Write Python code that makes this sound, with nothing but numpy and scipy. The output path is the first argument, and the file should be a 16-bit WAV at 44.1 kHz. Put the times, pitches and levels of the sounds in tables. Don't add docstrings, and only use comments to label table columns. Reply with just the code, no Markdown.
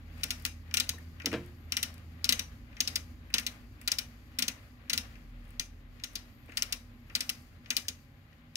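import sys
import numpy as np
from scipy import signal
from scipy.fft import rfft, irfft, next_fast_len
from scipy.io import wavfile
from scipy.ndimage import map_coordinates

SR = 44100
rng = np.random.default_rng(int(sys.argv[2]) if len(sys.argv) > 2 else 0)


def to_wav(s):
    ch = np.atleast_2d(s).T
    pcm = np.round(np.clip(ch, -1, 1) * 32767)
    wavfile.write(sys.argv[1], SR, pcm.astype(np.int16))


def voltage_ratio(decibels):
    exponent = np.asarray(decibels, float) / 20
    return 10 ** exponent


N = 377580

# start_s, peak_db, low_modes_db, high_modes_db,
# spring_pitch_hz
SNAPS = [(0.2335, -16, -15, -17.5, 5470), (0.3051, -16, -16.5, -17.5, 5400),
         (0.4507, -15.5, -13.5, -15.5, 6300), (0.7405, -16.5, -14, -15, 5800),
         (0.7701, -14, -15, -16, 5740), (0.7994, -12.5, -17.5, -17.5, 3950),
         (0.891, -16.5, -18, -17.5, 6300), (1.258, -15, -15.5, -20, 5600),
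         (1.721, -18.5, -12, -18, 5660), (1.7676, -16, -13.5, -16, 5700),
         (1.828, -15.5, -18, -17.5, 5400), (2.243, -15.5, -18.5, -20, 5310),
         (2.2906, -9.5, -16.5, -16.5, 4460), (2.3235, -12, -15.5, -17, 6250),
         (2.3927, -16.5, -17.5, -17.5, 6000), (2.8041, -11, -18.5, -19.5, 6160),
         (2.8749, -15.5, -19.5, -18.5, 4997), (2.9561, -17, -19, -17, 5140),
         (3.3396, -11.5, -14, -19, 6050), (3.3817, -15.5, -11.5, -16, 5240),
         (3.465, -19.5, -18, -17, 4100),
         (3.876, -13.5, -15.5, -21, 4694), (3.917, -14, -19.5, -18, 5340),
              (3.985, -17, -16.5, -17, 5470), (4.3867, -18.5, -14, -14, 4090),
              (4.4225, -15, -16.5, -18, 5730), (4.4799, -17, -16.5, -18, 6400),
              (4.897, -17, -14.5, -18, 5810), (4.931, -14.5, -18.5, -17.5, 6790),
              (4.9763, -15, -18, -18, 5270), (5.596, -15.5, -19.5, -19, 6260),
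              (6.037, -19.5, -18.5, -19.5, 5900), (6.1541, -20, -21.5, -20, 4700),
              (6.571, -16, -13.5, -16.5, 4850), (6.6219, -16, -16, -17.5, 5300),
              (6.724, -17, -18, -16.5, 5200), (7.1512, -14.5, -16.5, -17.5, 4570),
              (7.2059, -17.5, -16.5, -16.5, 5510), (7.2928, -17, -15.5, -17, 5180),
              (7.7037, -15, -13, -18, 6540), (7.7663, -12.5, -19.5, -17, 4900),
              (7.8824, -17.5, -22, -20, 6660), (8.5555, -22, -14, -19, 5100)]
# delay_ms, strength_db, ring_length_ratio
BOUNCES = [(5.4, 3, 0.52), (7.3, -5.5, 0.68), (12, -6.5, 0.65), (6, -6, .9), (5.3, -7, 1), (3.9, -3, 0.77),
           (2, 2, 0.67), (3, -2, 0.69), (6, -9.5, 0.83), (3.5, -5.5, .9), (1.9, 0.5, .8), (9.5, -1.5, .9),
           (2, -5, .9), (4.5, -1, 0.61), (1.9, 0.5, 0.66), (5, -4, 0.54), (4.41, -2.5, 0.65),
           (1.3, 2, 0.98), (1.5, -5.5, 1), (14, -6, 0.73), (3.1, -0.5, 1), (3.5, 5.5, 0.56),
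           (2.7, 0.5, 0.78), (4.9, -3, 0.81), (4.3, 0.5, 1), (4.9, -4, 0.96), (2.6, 2, 0.88), (5, -2.5, .9),
           (2.9, -1.5, 1), (4.3, -7, 0.77), (2.9, -9, 0.67), (4.35, 0.5, 0.58), (2.81, -7.5, 1),
           (6.1, -1, 0.66), (7.1, -1.5, 0.6), (2.9, -1, 0.88), (7.7, -8.5, 0.97), (2.3, -5.5, 0.9),
           (5.7, 1, 0.57), (6.2, -8.5, 0.82), (4.9, -5.5, 0.85), (4.1, 1, 0.76), (3, -5.5, 0.74)]
# delay_ms, strength_db
SOFT_BOUNCE = (3.1, -6)
# start_s, peak_db, low_modes_db, high_modes_db
TAPS = [(0.711, -37, -4, -27), (0.9844, -58, 4.5, 0), (1.1998, -42, 7, -20), (1.316, -35, 2, -13),
        (1.3283, -33, -4, -15), (1.3372, -31, -13, -31), (2.7262, -52.5, 2, -27), (2.7674, -36.5, -2, -28),
        (3.3022, -56, 12, -6), (3.8137, -42, -1, -7), (4.879, -68, 14, -23), (5.111, -63, 8, -14),
        (5.155, -47.5, -0.5, -24), (5.5055, -57, -2, -2), (5.998, -43, -5, -26), (6.133, -55, -12, -4),
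        (6.459, -63.5, -12, 3), (6.4809, -61, 9, -29), (6.4939, -58.5, 17, -6.5), (6.5198, -39.5, -2, -21),
        (7.0983, -44.5, 4.5, -21), (7.646, -55.5, -3, -24), (7.6594, -39, -5.5, -31)]
# start_s, peak_db, low_modes_db, high_modes_db
TICKS = [(0.179, -52, 10, 3), (0.198, -53, 4.5, 0.5), (0.21, -39.5, 2.5, -6.5), (0.3894, -42, -9, -20),
         (0.398, -36, -36, -7), (0.4114, -52, 5.5, -9), (0.4224, -63.5, 8, 17), (0.9291, -44, -6, -14),
         (1.219, -29, -3, -25), (1.941, -41, -29, -5), (1.9795, -37.5, -5, -10), (3.505, -53.5, -22, -4.5),
         (3.5164, -40, -17, -8.5), (1.355, -39, -8, -5), (1.374, -50, -15, -1), (1.449, -50, -15, -8),
         (1.4615, -45.5, -17, -2), (3.8142, -40, -4, -3), (3.3296, -39, -13.5, -23),
         (5.3946, -61, -14.5, -3), (5.441, -56, -12, -5), (5.451, -45, -6, -10), (5.4789, -53, -15, -6),
         (5.4908, -52, -15, -4), (5.52, -56, -9, -19), (7.9892, -50, 3, -16), (8.329, -48, 6, -22.5)]
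# firmest_grip_s, rub_swell_db, hiss_swell_db, bench_thump_db
TWISTS = [(.3, 11, 13, 2.5), (.88, 8, 8.5, 5.5), (1.38, 7.5, 7.5, 8), (1.88, 9.5, 7.5, 2.5),
          (2.379, 11.5, 9, 6.5), (2.91, 10, 12, 3), (3.48, 10, 10, 5), (4.0, 9, 11, -2),
          (4.527, 8.5, 9, 14.5), (5.051, 9.5, 6, 7.5), (5.5, 2.5, 3.5, -2), (6.15, 7, 9, 3),
          (6.66, 10, 14, -3.5), (7.28, 9, 14.5, 5), (7.82, 4.5, 12, 1)]
# mode_hz, level_db
CASE_MODES = [(1420, -22), (1820, -19), (2020, -15), (2400, -12), (2730, -12), (2960, -11), (3890, -8),
              (4810, -7), (4930, -6), (5310, -6), (5620, -4), (5910, -5), (6300, -8)]
# freq_hz, density_db_per_hz
SNAP_COLOUR = [(240, -49.5), (400, -27.5), (598, -29), (879, -31), (1630, -21.5), (2430, -13.5),
               (3370, -9.5), (3930, -6.5), (6150, -5), (7630, -12.5), (10500, -14), (16000, -18)]
# freq_hz, t60_s
CASE_T60 = [(1000, 0.23), (2500, 0.099), (5000, 0.039), (8000, 0.027), (15000, 0.047)]
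# freq_hz, rise_s
CASE_RISE = [(500, 0.012), (1000, 0.004), (2500, 0.0002), (5000, 0.00057), (15000, 0.00071)]
# freq_hz, level_db
BOUNCE_COLOUR = [(1000, -3.5), (5000, -6), (12000, -1)]
# freq_hz, spread_db
CHATTER = [(1000, 1), (5000, 1.6), (12000, 3)]
# freq_hz, level_db
SPARK = [(1000, -20), (3000, -6), (6000, -3), (12000, 5)]
# mode_hz, level_db, t60_s
THUMP_MODES = [(210.7, 1, 0.09), (251.8, 2, 0.11), (303, -6, 0.059), (497, -4, 0.042)]
# freq_hz, lag_rad
LEFT_LAG = [(700, .9), (1400, 1.1), (2760, 2.1), (4100, 3), (4800, 3.5), (5600, 5.7), (7600, 7.2),
            (14000, 8.8)]
# start_s, level_db, pitch_hz
PLINKS = [
    (0.934, -43.5, 1050),
    (0.982, -41, 1810),
    (7.853, -49, 1730),
    (8.325, -51.5, 1920),
]
# freq_hz, density_db_per_hz
SKIN = [(290, -36), (500, -7.5), (547, -6.5), (823, -8), (908, -12.5), (1210, -4.5), (1300, -7.5),
        (1970, -5.5), (4200, -18), (5460, -49), (9240, -120)]
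# freq_hz, density_db_per_hz
RUSTLE = [(5000, -40), (7000, -4), (8500, 0.5), (10500, -3), (13000, -2), (16000, -9.5)]
# freq_hz, density_db_per_hz
HISS = [(2600, -35.5), (3300, -30.5), (4560, -4), (5630, -11), (7000, -9.5), (8000, -19.5), (10000, -17),
        (12500, -13), (14500, -16.5), (16000, -19.5)]
# freq_hz, density_db_per_hz
WHINE = [(11500, -120), (12000, -7), (12450, -5), (12900, -14), (13400, -120)]
# start_s, level_db
BUMPS = [
    (1.245, -38.5),
    (1.267, -31),
    (1.318, -40),
    (1.3285, -27.5),
    (1.3377, -24.5),
    (1.344, -28.5),
    (.25, -47),
    (.94, -47),
    (6.487, -47),
]
# mode_hz, level_db, t60_s
BENCH_MODES = [(126.2, -20.5, 0.35), (173.6, -16.5, 0.26), (213.6, -16, 0.28), (282.2, -1, 0.11),
               (352, -21, 0.57), (464, 2.5, 0.029), (562.4, -22, 0.094), (723, -20.5, 0.09)]
# freq_hz, t60_s
ROOM_T60 = [(200, 0.22), (2000, 0.22), (6000, 0.22), (15000, 0.2)]
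# freq_hz, level_db
ECHO_COLOUR = [(1000, -4.5), (3000, -12.5), (5500, -22), (8000, -12), (15000, -17)]
# time_s, level_db
DRONE = [(0, -51), (0.1, -47), (2.5, -50.5), (2.69, -62), (2.98, -49), (3.3, -57.5), (3.8, -72.5),
         (4.45, -58), (4.86, -73.5), (4.96, -48), (5.2, -66), (5.7, -53), (5.85, -66), (7.9, -58),
         (8.56, -72)]
# time_s, pitch_hz, level_db
MOTOR = [(0, 47.3, -53), (0.5, 47.1, -53), (1.07, 45.4, -59), (1.7, 46.7, -59), (2.1, 58, -70),
         (2.3, 56.5, -51.5), (3.72, 55.5, -55.5), (4.96, 55, -60.5), (5.31, 41.65, -47.5),
         (6.25, 42.2, -56.5), (6.41, 39.9, -63), (6.67, 41.1, -50.5), (7.46, 40.2, -65),
         (7.77, 54.2, -65.5), (8.56, 51.5, -68)]
# time_s, pitch_hz, level_db
TRUCK = [
    (7.6, 117.6, -68),
    (7.714, 116.7, -76),
    (7.85, 134.4, -71),
    (8.03, 143.3, -64.5),
    (8.3, 152, -68),
    (8.56, 162.7, -65),
]
# pitch_hz, level_db
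MAINS = [(99, -71.5), (113, -71)]
# pitch_hz, level_db
FAN = [(560, -80), (807.5, -84), (1023, -84)]
# time_s, level_db
HUM_LEVEL = [(0, -58), (1, -58), (2, -57.5), (3, -57.5), (4, -58.5), (4.8, -61), (5.1, -57.5), (5.9, -60),
             (6.7, -60), (7.5, -60), (8.56, -65)]
# freq_hz, density_db_per_hz
HUM = [(18, -23.5), (30, -7), (48, -6.5), (91, -6), (108, -5.5), (156, -14.5), (185, -20), (243, -7.5),
       (268, -16), (297, -16), (347, -22.5), (372, -26.5), (436, -26.5), (658, -41), (900, -37),
       (1170, -58.5), (1980, -120)]
# freq_hz, correlation
ALIKE = [(60, 0.89), (180, 0.99), (550, 0.66), (1650, -0.18), (4970, -0.019), (15000, 0.55)]
# freq_hz, left_over_right_db
PORT_LEAN = [(60, 0), (110, -0.9), (200, 0.5), (380, -2.5), (700, 0.4), (1290, 1.5), (2380, 7.5),
             (4400, 8.5), (8120, -1), (15000, 6)]

TAP_HZ, TAP_RING_RATIO, TICK_RING_RATIO = 1620, 0.38, 0.27
SNAP_ECHO_DB, TAP_ECHO_DB = -1.5, -3
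SPARK_T60_S = 0.007
TAIL_PEAK_DB, TAIL_WIDTH_HZ = 1, 60
PLINK_T60_S, PLINK_RISE_S = 0.032, 0.0011
RUB_PRESS_S, RUB_RELEASE_S = 0.27, 0.21
HISS_PRESS_S, HISS_RELEASE_S = 0.25, 0.35
RUB_REST_DB, HISS_REST_DB, WHINE_DB = -68, -77, -85
RUB_FADE_DB, HISS_FADE_DB = -1.5, -4.5
RUSTLE_DB, RUSTLE_SWELL_RATIO = -92.5, 1.9
DRONE_HZ = 81.6


def unit(x):
    return x / np.sqrt(np.mean(x ** 2) + 1e-20)


def along(points, hz):
    f, v = np.transpose(points)
    return np.interp(np.log(hz + 1), np.log(f + 1), v)


def curves(rows):
    s, *cols = np.transpose(rows)
    return [np.interp(np.arange(N) / SR, s, c) for c in cols]


def wobble(rate_hz):
    knots = rng.standard_normal(int(N * rate_hz / SR) + 4)
    return map_coordinates(knots, [np.arange(N) * rate_hz / SR])


def filtered(x, response):
    m = next_fast_len(N + SR // 2)
    return irfft(rfft(x, m) * response(np.fft.rfftfreq(m, 1 / SR)), m)[..., :N]


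def rush(spectrum):
    def mid_side(hz):
        turn = np.arccos(np.clip(along(ALIKE, hz), -1, 1)) / 2
        return voltage_ratio(along(spectrum, hz)) * [np.cos(turn), np.sin(turn)]
    mid, side = filtered(rng.standard_normal((2, N)), mid_side)
    return unit(np.array([mid + side, mid - side]))


def ringing(hz, gain, t60, rise, t):
    hz, gain, t60, rise = (np.asarray(v)[:, None] for v in (hz, gain, t60, rise))
    envelope = gain * voltage_ratio(-60 * t / t60) * (1 - np.exp(-(t / rise) ** 2))
    return np.sum(envelope * np.sin(2 * np.pi * hz * t), axis=0)


def bands(white, hz, centres):
    shares = np.array([along(np.c_[centres, one], hz) for one in np.eye(len(centres))])
    return irfft(white[..., None, :] * shares)


def tone(hz, db, waver_hz, waver_db):
    phase = 2 * np.pi * np.cumsum(hz + waver_hz * wobble(6)) / SR
    return np.sqrt(2) * voltage_ratio(db + waver_db * wobble(12)) * np.sin(phase)


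def knob():
    t = np.arange(SR // 3) / SR
    low_hz, low_db, low_t60 = np.transpose(THUMP_MODES)
    twist_s, *_, thump_db = np.transpose(TWISTS)
    bright, dull = np.zeros((2, N + SR)), np.zeros(N + SR)
    snaps = [(*row, *bounce, SNAP_ECHO_DB) for row, bounce in zip(SNAPS, BOUNCES)]
    taps = [(*row, TAP_HZ, *SOFT_BOUNCE, TAP_RING_RATIO, TAP_ECHO_DB) for row in TAPS]
    for s, db, *shape in snaps + taps:
        start = round(s * SR)
        bright[:, start:start + len(t)] += snap(db, *shape, t)
        push_db = low_db + np.interp(s, twist_s, thump_db) + 2.1 * rng.standard_normal(len(low_hz))
        thump = ringing(low_hz, voltage_ratio(push_db), low_t60, low_hz * 0 + 0.0068, t)
        dull[start:start + len(t)] += voltage_ratio(db - 31.5) * thump
    for s, db, low_db_rel, high_db_rel in TICKS:
        start = round(s * SR)
        bright[:, start:start + len(t)] += snap(db - 8.5, low_db_rel, high_db_rel, 5000, *SOFT_BOUNCE,
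                                                TICK_RING_RATIO, TAP_ECHO_DB, t)
    lag = [(0.0023, 0.0097)] + LEFT_LAG
    late = lambda hz: np.exp(-1j * along(lag, hz) * np.array([[1], [0]]))
    return filtered(bright[:, :N], late), dull[:N]


def snap(db, low_db, high_db, spring_hz, bounce_ms, bounce_db, ring_ratio, echo_db, t):
    hz, centres = np.fft.rfftfreq(len(t), 1 / SR), np.geomspace(500, 15000, num=10)
    tilt_points = [(500, 0.011), (1200, low_db + 18), (2600, low_db + 18),
                   (3600, 0.014), (6800, 0.0031), (8000, high_db + 18)]

    def tilt_db(f):
        spring = 5 * np.exp(-((f - spring_hz) / 450) ** 2)
        return spring + along(tilt_points, f)

    colour = voltage_ratio(along(SNAP_COLOUR, hz) + tilt_db(hz))
    mode_hz, mode_db = np.transpose(CASE_MODES)
    mode_hz = mode_hz * (1 + 0.0029 * rng.standard_normal(len(mode_hz)))
    chatter = map_coordinates(rng.standard_normal(len(t)), [t * 900])
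    sound = rattle(colour, hz, centres, chatter, bounce_ms, bounce_db, ring_ratio, t)
    sound = sound + snap_echo(colour, hz, centres, mode_hz, chatter, echo_db, t)
    sound = sound + case_modes(mode_hz, mode_db + np.minimum(tilt_db(mode_hz), 5), ring_ratio, t)
    return voltage_ratio(db + 3.5) * sound


def rattle(colour, hz, centres, chatter, bounce_ms, bounce_db, ring_ratio, t):
    rise = along(CASE_RISE, centres)[:, None]
    t60 = along(CASE_T60, centres)[:, None] * ring_ratio
    spark_db = along(SPARK, centres)[:, None]

    def blow(t):
        decay = voltage_ratio(-60 * t / t60) + voltage_ratio(spark_db - 60 * t / SPARK_T60_S)
        return decay * (1 - np.exp(-(t / rise) ** 2))

    bounce_gain = voltage_ratio(bounce_db + along(BOUNCE_COLOUR, centres)[:, None])
    bounce = bounce_gain * blow(np.maximum(t - bounce_ms / 1000, 0))
    body = voltage_ratio(along(CHATTER, centres)[:, None] * chatter) * np.hypot(blow(t), bounce)
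    shared, left, right = bands(rfft(rng.standard_normal((3, len(t)))) * colour, hz, centres)
    apart = 0.45
    noise = np.sqrt(1 - apart) * shared + np.sqrt(apart) * np.array([left, right])
    return np.sum(body * noise, axis=1)


def snap_echo(colour, hz, centres, mode_hz, chatter, echo_db, t):
    humps = np.exp(-((hz - mode_hz[:, None]) / TAIL_WIDTH_HZ) ** 2)
    peaks = 1 + voltage_ratio(TAIL_PEAK_DB + 4.1 * rng.standard_normal(len(mode_hz))) @ humps
    far = bands(rfft(rng.standard_normal((2, len(t)))) * colour * peaks, hz, centres)
    decay_db = -60 * t / along(ROOM_T60, centres)[:, None]
    tail = voltage_ratio(echo_db + along(ECHO_COLOUR, centres)[:, None] + decay_db) * (1 - np.exp(-t / 0.0026))
    uneven_db = np.interp(t / 9, t, chatter)
    return np.sum(tail * far, axis=1) * voltage_ratio(uneven_db)


def case_modes(mode_hz, level_db, ring_ratio, t):
    strength = voltage_ratio(level_db - 15 + 3.4 * rng.standard_normal(len(mode_hz)))
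    strength = strength * rng.choice([-1, 1], len(mode_hz))
    t60 = along(CASE_T60, mode_hz) * ring_ratio * 0.69
    return ringing(mode_hz, strength, t60, along(CASE_RISE, mode_hz), t)


def nail():
    out, t = np.zeros(N + SR), np.arange(SR // 10) / SR
    for s, db, hz in PLINKS:
        plink = ringing([hz], [voltage_ratio(db)], [PLINK_T60_S], [PLINK_RISE_S], t)
        out[round(s * SR):][:len(t)] += plink
    return out[:N]


def grip_db(press_s, release_s, swell_db):
    t = np.arange(N) / SR
    swells = [np.interp(t, [row[0] - press_s, row[0], row[0] + release_s], [0, db, 0])
              for row, db in zip(TWISTS, swell_db)]
    return np.max(swells, axis=0)


def fingers_and_hiss():
    _, rub_swell, hiss_swell, _ = np.transpose(TWISTS)
    later = np.arange(N) / N
    grip = grip_db(RUB_PRESS_S, RUB_RELEASE_S, rub_swell)
    linger = grip_db(HISS_PRESS_S, HISS_RELEASE_S, hiss_swell)
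    rub_db = RUB_REST_DB + RUB_FADE_DB * later + grip + 3.5 + wobble(25)
    rub_db = rub_db + 0.58 * np.array([wobble(300), wobble(280)])
    rustle_db = RUSTLE_DB + RUSTLE_SWELL_RATIO * linger + 1.7 * wobble(9) + 1.7 * wobble(60)
    hiss_db = HISS_REST_DB + HISS_FADE_DB * later + linger + 4.0 + 0.72 * wobble(40) + 0.98 * wobble(15)
    whine_db = WHINE_DB + 4.0 * wobble(5) + 1.5 * wobble(30)
    skin = voltage_ratio(rub_db) * rush(SKIN) + voltage_ratio(rustle_db) * rush(RUSTLE)
    return skin + voltage_ratio(hiss_db) * rush(HISS) + voltage_ratio(whine_db) * rush(WHINE)


def bench():
    out, t = np.zeros(N + SR), np.arange(SR // 3) / SR
    hz, level_db, t60 = np.transpose(BENCH_MODES)
    rough = signal.butter(2, [500, 2600], "band", fs=SR)
    for s, db in BUMPS:
        gain = voltage_ratio(level_db + 1.5 * rng.standard_normal(len(hz)))
        knock = ringing(hz, gain, t60, hz * 0 + 0.0016, t)
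        scuff = unit(signal.lfilter(*rough, rng.standard_normal(len(t))))
        scuff = scuff * voltage_ratio(-8.5 - 60 * t / 0.057) * (1 - np.exp(-t / 0.00053))
        out[round(s * SR):][:len(t)] += voltage_ratio(db) * (knock / np.abs(knock).max() + scuff)
    return out[:N]


def room(x):
    hz, t, z = signal.stft(rng.standard_normal((2, SR // 2)), SR, nperseg=256)
    tail = signal.istft(z * voltage_ratio(-60 * t / along(ROOM_T60, hz)[:, None]), SR, nperseg=256)[1]
    delayed = np.pad(x, (300, 0))[None]
    return signal.fftconvolve(delayed, tail / np.linalg.norm(tail[0]), axes=1)[:, :N]


def machinery():
    (drone_db,), (hum_db,) = curves(DRONE), curves(HUM_LEVEL)
    lines = tone(DRONE_HZ, drone_db, 0.6, 1.2) + tone(2 * DRONE_HZ, drone_db - 14, 3, 2.5)
    lines += tone(*curves(MOTOR), 0.5, 1.5)
    lines += sum(tone(hz, db, 0.7, 2.5) for hz, db in MAINS)
    lines += sum(tone(hz, db, 0.8, 1.5) for hz, db in FAN)
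    truck_fade = np.clip((np.arange(N) / SR - TRUCK[0][0]) / 0.17, 0, 1)
    lines += tone(*curves(TRUCK), 0.55, 1.7) * truck_fade
    lines += tone(243, hum_db - 6.0, 1.13, 1.6)
    return lines + voltage_ratio(hum_db + 5.5) * rush(HUM)


def scene():
    bright, dull = knob()
    low = dull + bench()
    echo = room(low)
    low_echo = voltage_ratio(-7.0) * (echo[0] + 0.18 * echo * [[0], [1]])
    return bright + nail() + low + low_echo + machinery() + fingers_and_hiss()


def low_pass(x):
    return signal.sosfilt(signal.butter(12, 16810, fs=SR, output="sos"), x)


def record(dry):
    def ports(hz):
        top = voltage_ratio(along([(15700, -0.5), (16000, -26.5), (17000, -43)], hz))
        bass = 1 / np.sqrt(1 + (36 / (hz + 1)) ** 8)
        return voltage_ratio(along(PORT_LEAN, hz) * np.array([[0.5], [-0.5]])) * top * bass
    rounded = dry / (1 + np.abs(dry / 0.45) ** 4) ** 0.25
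    return low_pass(filtered(rounded, ports))


dry = scene()
out = record(dry)
to_wav(out)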